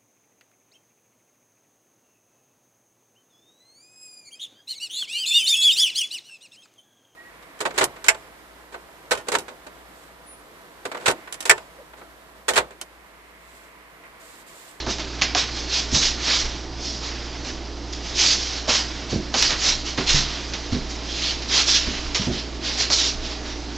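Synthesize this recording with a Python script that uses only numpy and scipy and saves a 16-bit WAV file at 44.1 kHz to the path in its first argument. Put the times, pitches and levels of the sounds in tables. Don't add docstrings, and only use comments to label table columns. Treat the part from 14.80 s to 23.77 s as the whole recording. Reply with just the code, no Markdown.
import sys
import numpy as np
from scipy import signal
from scipy.fft import rfft, irfft, next_fast_len
from scipy.io import wavfile
from scipy.ndimage import uniform_filter1d, map_coordinates

SR = 44100
rng = np.random.default_rng(int(sys.argv[2]) if len(sys.argv) > 2 else 0)


def bounce(signal):
    frames = np.transpose(np.atleast_2d(signal))
    limited = np.clip(frames, -1, 1)
    pcm = np.round(limited * 32767).astype(np.int16)
    wavfile.write(sys.argv[1], SR, pcm)


N = 395577


def sleeves():
    # (start [s], rise [s], hold [s], hiss [dB], body re hiss [dB], brightness [dB])
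    swishes = [(0, 0.0034, 0.0023, -32.5, -1.5, -2.5), (.062, .044, .004, -26.5, -8, 0),
               (0.188, 0.0079, 0.018, -32, -6, -3), (0.409, .015, .015, -27, -8.5, -2.5),
               (.548, .032, .014, -19.3, -6, -.3), (0.725, .055, .013, -32, -7.5, 3),
               (.865, 0.081, 0.053, -23.5, -12, -0.8), (1.109, 0.053, 0.018, -19, -11.5, 3),
               (1.199, 0.034, .036, -18.5, -14.5, -0.7), (1.384, 0.12, 0.062, -20, -8.5, -1.5),
               (1.575, .027, .017, -27, -6.5, 1.5), (1.964, 0.092, 0.098, -33, -18, 1),
               (2.2, .04, .05, -34.5, -2.5, 0), (2.616, .054, .027, -33.5, -5, 0.5),
               (3.123, .006, .002, -36, -19, 4), (3.195, .072, .078, -34.5, -6, -1),
               (3.341, 0.067, 0.12, -17.5, -12.5, 0.5), (3.572, 0.027, 0.19, -30.5, -10, -1),
               (3.87, 0.029, 0.074, -19, -6.5, 0), (4.287, .018, .045, -31, -12.5, -1.5),
               (4.528, 0.067, 0.064, -19.5, -10.5, 1.5), (4.687, .012, 0.032, -27, 0, 0),
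               (4.761, .13, .002, -17, -10, 0.6), (5.035, .035, 0.025, -29.5, -11, -.5),
               (5.17, .012, .03, -30, 2, -1), (5.256, .044, .008, -15.5, -12, -1),
               (5.313, 0.045, 0.032, -19, -8.5, -.7), (5.418, .06, 0.088, -33.5, -5, -2),
               (5.738, .008, .016, -37.5, -4, -4), (5.914, .014, .006, -34, 0, 0.5),
               (6.085, .021, .003, -38.5, -9, 6), (6.218, 0.23, 0.063, -25, -14.5, -2.5),
               (6.672, 0.095, .039, -17.5, -8.5, -0.5), (6.857, .028, 0.033, -17.5, -13, 0),
               (6.92, .032, .008, -15.5, -19.5, -2.5), (6.998, .016, 0.17, -32, -5, -2.5),
               (7.346, .004, 0.0033, -20, -21, -.5), (7.4, .023, .031, -30.5, -5, -1),
               (7.505, .034, .063, -32, -9.5, -2.5), (7.804, 0.061, .089, -27.5, -8, -2.5),
               (7.952, 0.059, .002, -18, -9.5, -0.8), (8.094, .036, .008, -17.5, -17, 3),
               (8.16, 0.031, 0.084, -21.5, -12, .5), (8.395, .053, .088, -34, -7.5, -2),
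               (8.631, .036, .058, -39, -2, -.8)]
    # (time [s], hiss [dB])
    stirring = [(0, -48), (.3, -39), (1.35, -36.5), (1.72, -36), (1.9, -46), (2.4, -38.5), (2.95, -46.5),
                (3.65, -37), (3.86, -39.5), (4.15, -37.5), (4.5, -42.5), (5.6, -37), (6, -40.5),
                (7.25, -36.5), (7.75, -43), (8.4, -41), (8.97, -42)]
    # (frequency [Hz], level [dB])
    weave_spectrum = [(300, -38), (1200, -22), (2200, -8), (3200, -2), (4200, 0.8), (5200, 2), (6200, -2),
                      (7000, -8), (7800, -19)]
    # (frequency [Hz], level [dB])
    body_spectrum = [(80, -13), (250, -2.5), (650, -1.5), (1200, 0.5), (2000, 2), (3200, -0.5), (5000, -7),
                     (7800, -49.5)]
    rustle = amp(np.interp(np.arange(N) / SR, *np.transpose(stirring)))
    coarse_power, fine_power = rustle ** 2, rustle ** 2
    body_power = (rustle * amp(-1.5)) ** 2
    for start, rise, hold, db, body_db, bright_db in swishes:
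        power = (amp(db) * stroke(start, rise, hold)) ** 2
        coarse_power += power * amp(-bright_db) ** 2
        fine_power += power * amp(bright_db) ** 2
        body_power += power * amp(body_db) ** 2
    weave = friction(weave_spectrum, catches_per_s=1500, catch_share=0.13, flutter_db=0.52)
    weave = patchy(weave, depth_db=1.75)
    coarse = filtered(weave, lambda hz: 1 / (1 + (hz / 4200) ** 10))
    fine = weave - coarse
    body = friction(body_spectrum, catches_per_s=900, catch_share=0.18, flutter_db=1.4)
    grip = amp(0.4 * wobble(35))
    hiss = np.sqrt(coarse_power) * coarse + np.sqrt(fine_power) * fine
    return grip * (hiss + np.sqrt(body_power) * body)


def stroke(start, rise, hold, sag_db_per_s=17, release_db_per_s=190):
    t = np.arange(N) / SR - start
    swell = np.clip(t / rise, 0, 1) ** 1.1
    sag_db = sag_db_per_s * (np.clip(t - rise, 0, hold) - hold / 2)
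    release_db = release_db_per_s * np.clip(t - rise - hold, 0, 1)
    return swell * amp(-sag_db - release_db)


def friction(spectrum, catches_per_s, catch_share, flutter_db):
    sizes = rng.uniform(-1, 1, N)
    catches = (rng.random(N) < catches_per_s / SR) * sizes
    slips = np.sqrt(1 - catch_share) * rng.standard_normal(N)
    ticks = np.sqrt(catch_share) * unit(catches)
    folds = amp(flutter_db * wobble(90))
    return unit(colour((slips + ticks) * folds, spectrum))


def patchy(hiss, depth_db):
    bands = signal.stft(hiss, nperseg=512)[2]
    patches = uniform_filter1d(rng.standard_normal(bands.shape), size=5, axis=0)
    patches = uniform_filter1d(patches, size=12, axis=1)
    return signal.istft(bands * amp(depth_db * unit(patches)), nperseg=512)[1][:N]


def slaps():
    # (time [s], crack [dB], thud re crack [dB], skid re crack [dB])
    hits = [(0.0653, -12, -12.5, -23), (0.185, -9.5, -22.5, -26.5), (0.4141, -5.5, -21, -15.5),
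            (0.4202, 7.5, -42.5, -25), (0.5496, 6, -27.5, -32), (1.149, 0.5, -28, -37),
            (1.2298, 1.5, -36.5, -29), (3.134, -9.5, -49, -27), (3.8815, -9.5, -14.5, -29.5),
            (4.541, -1, -18.5, -17.5), (4.6252, 11, -39.5, -31), (4.707, 2.5, -29, -27),
            (5.1767, -8, -17.5, -23), (5.7362, -6.5, -26, -20.5), (6.6223, -9.5, -41, -22),
            (7.347, -1, -28.5, -20), (7.3595, 0, -32, -35), (8.1021, -0.5, -23.5, -28.5)]
    # (frequency [Hz], level [dB])
    skin_spectrum = [(200, -37), (800, -10), (2000, 5), (3500, 8), (5500, 7.5), (7000, 1), (7900, -33)]
    # (frequency [Hz], level [dB])
    flesh_spectrum = [(100, -5), (300, -3), (650, 0), (1200, -0.5), (2200, -14), (6000, -39.5)]
    crack, thud, skid = np.zeros((3, N))
    for s, db, thud_db, skid_db in hits:
        pulse = amp([db])
        add(crack, s, pulse)
        add(crack, s + rng.uniform(0.0019, 0.0049), 0.54 * pulse)
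        add(thud, s, amp(db + thud_db) * burst(rise=0.00079, t60=0.17))
        add(skid, s, amp(db + skid_db) * burst(rise=0.00047, t60=0.16))
    return room(colour(crack + skid, skin_spectrum) + colour(thud, flesh_spectrum), wet_db=-10)


def palms():
    # (time [s], level [dB], pitch [Hz], t60 [s])
    hollows = [(.4204, 6.5, 2340, 0.0032), (.551, -11, 727, 0.049), (3.8795, -13, 619, .04),
               (4.542, -19, 783, .045), (8.101, -25, 620, 0.037)]
    pops, t = np.zeros(N), np.arange(SR // 10) / SR
    for s, db, hz, t60 in hollows:
        envelope = amp(db - 60 * t / t60) * (1 - np.exp(-t * hz))
        add(pops, s, envelope * np.sin(2 * np.pi * hz * t))
    return room(pops, wet_db=-6)


def steps():
    # (time [s], sole [dB], boom re sole [dB], heel re sole [dB], thump re sole [dB])
    footfalls = [(0.067, -31.5, -12, 6, 8), (1.123, -25, 5.5, -9, 2), (3.885, -36, 7, -7, 10),
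                 (4.321, -25.5, 5, 3.5, 1.5), (4.355, -31.5, 10, 7, 2), (4.544, -37, -6, -3, 8),
                 (5.181, -29, -2, 4.5, 3), (5.342, -40, 13, 8, -2), (5.921, -26.5, 2.5, -1.5, 6.5),
                 (5.938, -26.5, 3, -2, 8.5), (7.07, -29.5, -1, -1.5, 3.5), (7.395, -32.5, 7, -9, 3),
                 (7.468, -27.5, 9, 6.5, 5), (7.495, -29.5, 5, 3.5, -1)]
    # (frequency [Hz], level [dB], t60 [s])
    floor_modes = [(70.7, -2, 0.2), (105.8, 4.5, 0.08), (143.4, -7.5, 0.35), (195, -9, 0.21)]
    # (frequency [Hz], level [dB])
    sole_spectrum = [(80, -35.5), (190, 0.5), (250, -3.5), (310, -7), (400, -12), (800, -33), (2500, -48.5)]
    # (frequency [Hz], level [dB])
    heel_spectrum = [(100, -17), (270, -1.5), (330, 1), (380, 2), (450, -9.5), (560, -11.5), (800, -21.5),
                     (2500, -41.5)]
    soles, heels, boards = np.zeros((3, N))
    for s, db, boom_db, heel_db, thump_db in footfalls:
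        add(soles, s, amp(db) * burst(rise=0.014, t60=0.34))
        add(heels, s, amp(db + heel_db) * burst(rise=0.0038, t60=0.26))
        boom = sum(amp(level + rng.normal(0, 4.6)) * ring(hz, t60) for hz, level, t60 in floor_modes)
        thump = ring(hz=243, t60=0.19)
        add(boards, s, amp(db + boom_db) * boom + amp(db + thump_db) * thump)
    return colour(soles, sole_spectrum) + colour(heels, heel_spectrum) + boards


def ring(hz, t60, rise=0.0027):
    t = np.arange(SR // 2) / SR
    envelope = (1 - np.exp(-t / rise)) * amp(-60 * t / t60)
    return envelope * np.sin(2 * np.pi * (hz * t + rng.random()))


def floor_flex(half_width_s=0.088, rest_db=-46.5):
    # (time [s], rumble [dB])
    shifts = [(1.29, -37), (1.68, -33.5), (3.35, -37), (4.72, -32.5), (4.92, -38), (5.35, -27),
              (5.96, -34.5), (7.1, -38), (7.25, -32.5), (8.39, -35.5)]
    # (frequency [Hz], level [dB])
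    rumble_spectrum = [(5, -19.5), (14, 0.5), (24, 9.5), (40, -2.5), (80, -11.5), (300, -50.5)]
    t = np.arange(N) / SR
    swells = sum(amp(db) * np.exp(-((t - s) / half_width_s) ** 2) for s, db in shifts)
    return (amp(rest_db) + swells) * noise(rumble_spectrum)


def refrigerator(swell_db=2.2, lull_at_s=3.3, cycle_s=12):
    # (frequency [Hz], rms level [dB])
    tones = [(59.2, -35.5), (118.4, -48), (242.2, -51.5), (290.7, -47), (414.5, -54), (479.1, -56.5),
             (635.2, -54), (759.0, -60.5), (909.8, -60.5)]
    # (frequency [Hz], level [dB])
    air_spectrum = [(20, -13), (60, 4), (100, -5.5), (170, -2), (240, -0.5), (340, 4), (480, -7), (700, -5),
                    (1200, -11.5), (2500, -22.5), (5000, -12.5), (7800, -32.5)]
    t = np.arange(N) / SR
    drift_db = -swell_db * np.cos(2 * np.pi * (t - lull_at_s) / cycle_s)
    hum = np.zeros(N)
    for hz, db in tones:
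        unrest = min(hz / 700, 1)
        level_db = db + 3 * unrest * wobble(4) + drift_db * (hz > 200)
        phase = 2 * np.pi * (hz * t + rng.random()) + 1.3 * unrest * wobble(3)
        hum += np.sqrt(2) * amp(level_db) * np.sin(phase)
    return hum + amp(-37.5) * noise(air_spectrum)


def room(x, wet_db):
    # (frequency [Hz], t60 [s])
    decay_times = [(100, 0.33), (500, 0.2), (3000, 0.34), (8000, 0.12)]
    hz, t, bands = signal.stft(rng.standard_normal(SR // 2), SR, nperseg=256)
    decay = amp(-60 * t / along(decay_times, hz)[:, None])
    tail = signal.istft(bands * decay, SR, nperseg=256)[1]
    tail = np.pad(tail / np.linalg.norm(tail), (SR // 300, 0))
    return (x + amp(wet_db) * signal.fftconvolve(x, tail)[:N]) / np.hypot(1, amp(wet_db))


def amp(db):
    return 10 ** (np.asarray(db) / 20)


def unit(x):
    return x / np.sqrt(np.mean(x ** 2) + 1e-20)


def along(points, hz):
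    frequencies, values = np.transpose(points)
    return np.interp(np.log(hz + 1), np.log(frequencies + 1), values)


def wobble(rate):
    knots = rng.standard_normal(int(N * rate / SR) + 4)
    return map_coordinates(knots, [np.arange(N) * rate / SR])


def colour(x, spectrum):
    size = 2 * next_fast_len(N // 2 + SR // 4)
    gain = unit(amp(along(spectrum, np.fft.rfftfreq(size, 1 / SR))))
    cepstrum = irfft(np.log(gain))
    cepstrum[1:size // 2] *= 2
    cepstrum[size // 2 + 1:] = 0
    return irfft(rfft(x, size) * np.exp(rfft(cepstrum)))[:N]


def filtered(x, response):
    size = next_fast_len(N + SR // 2)
    return irfft(rfft(x, size) * response(np.fft.rfftfreq(size, 1 / SR)), size)[..., :N]


def noise(spectrum):
    return unit(colour(rng.standard_normal(N), spectrum))


def burst(rise, t60):
    t = np.arange(SR // 2) / SR
    return rng.standard_normal(len(t)) * (1 - np.exp(-t / rise)) * amp(-60 * t / t60)


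def add(track, s, sound):
    part = track[max(round(s * SR), 0):][:len(sound)]
    part += sound[:len(part)]


def scene():
    mix = sleeves() + slaps() + palms() + steps() + floor_flex() + refrigerator()
    return mix * amp([[-1.6], [1.35]])


def record(dry):
    return filtered(np.clip(dry, -1, 1), lambda hz: hz < 7950)


dry = scene()
out = record(dry)
bounce(out)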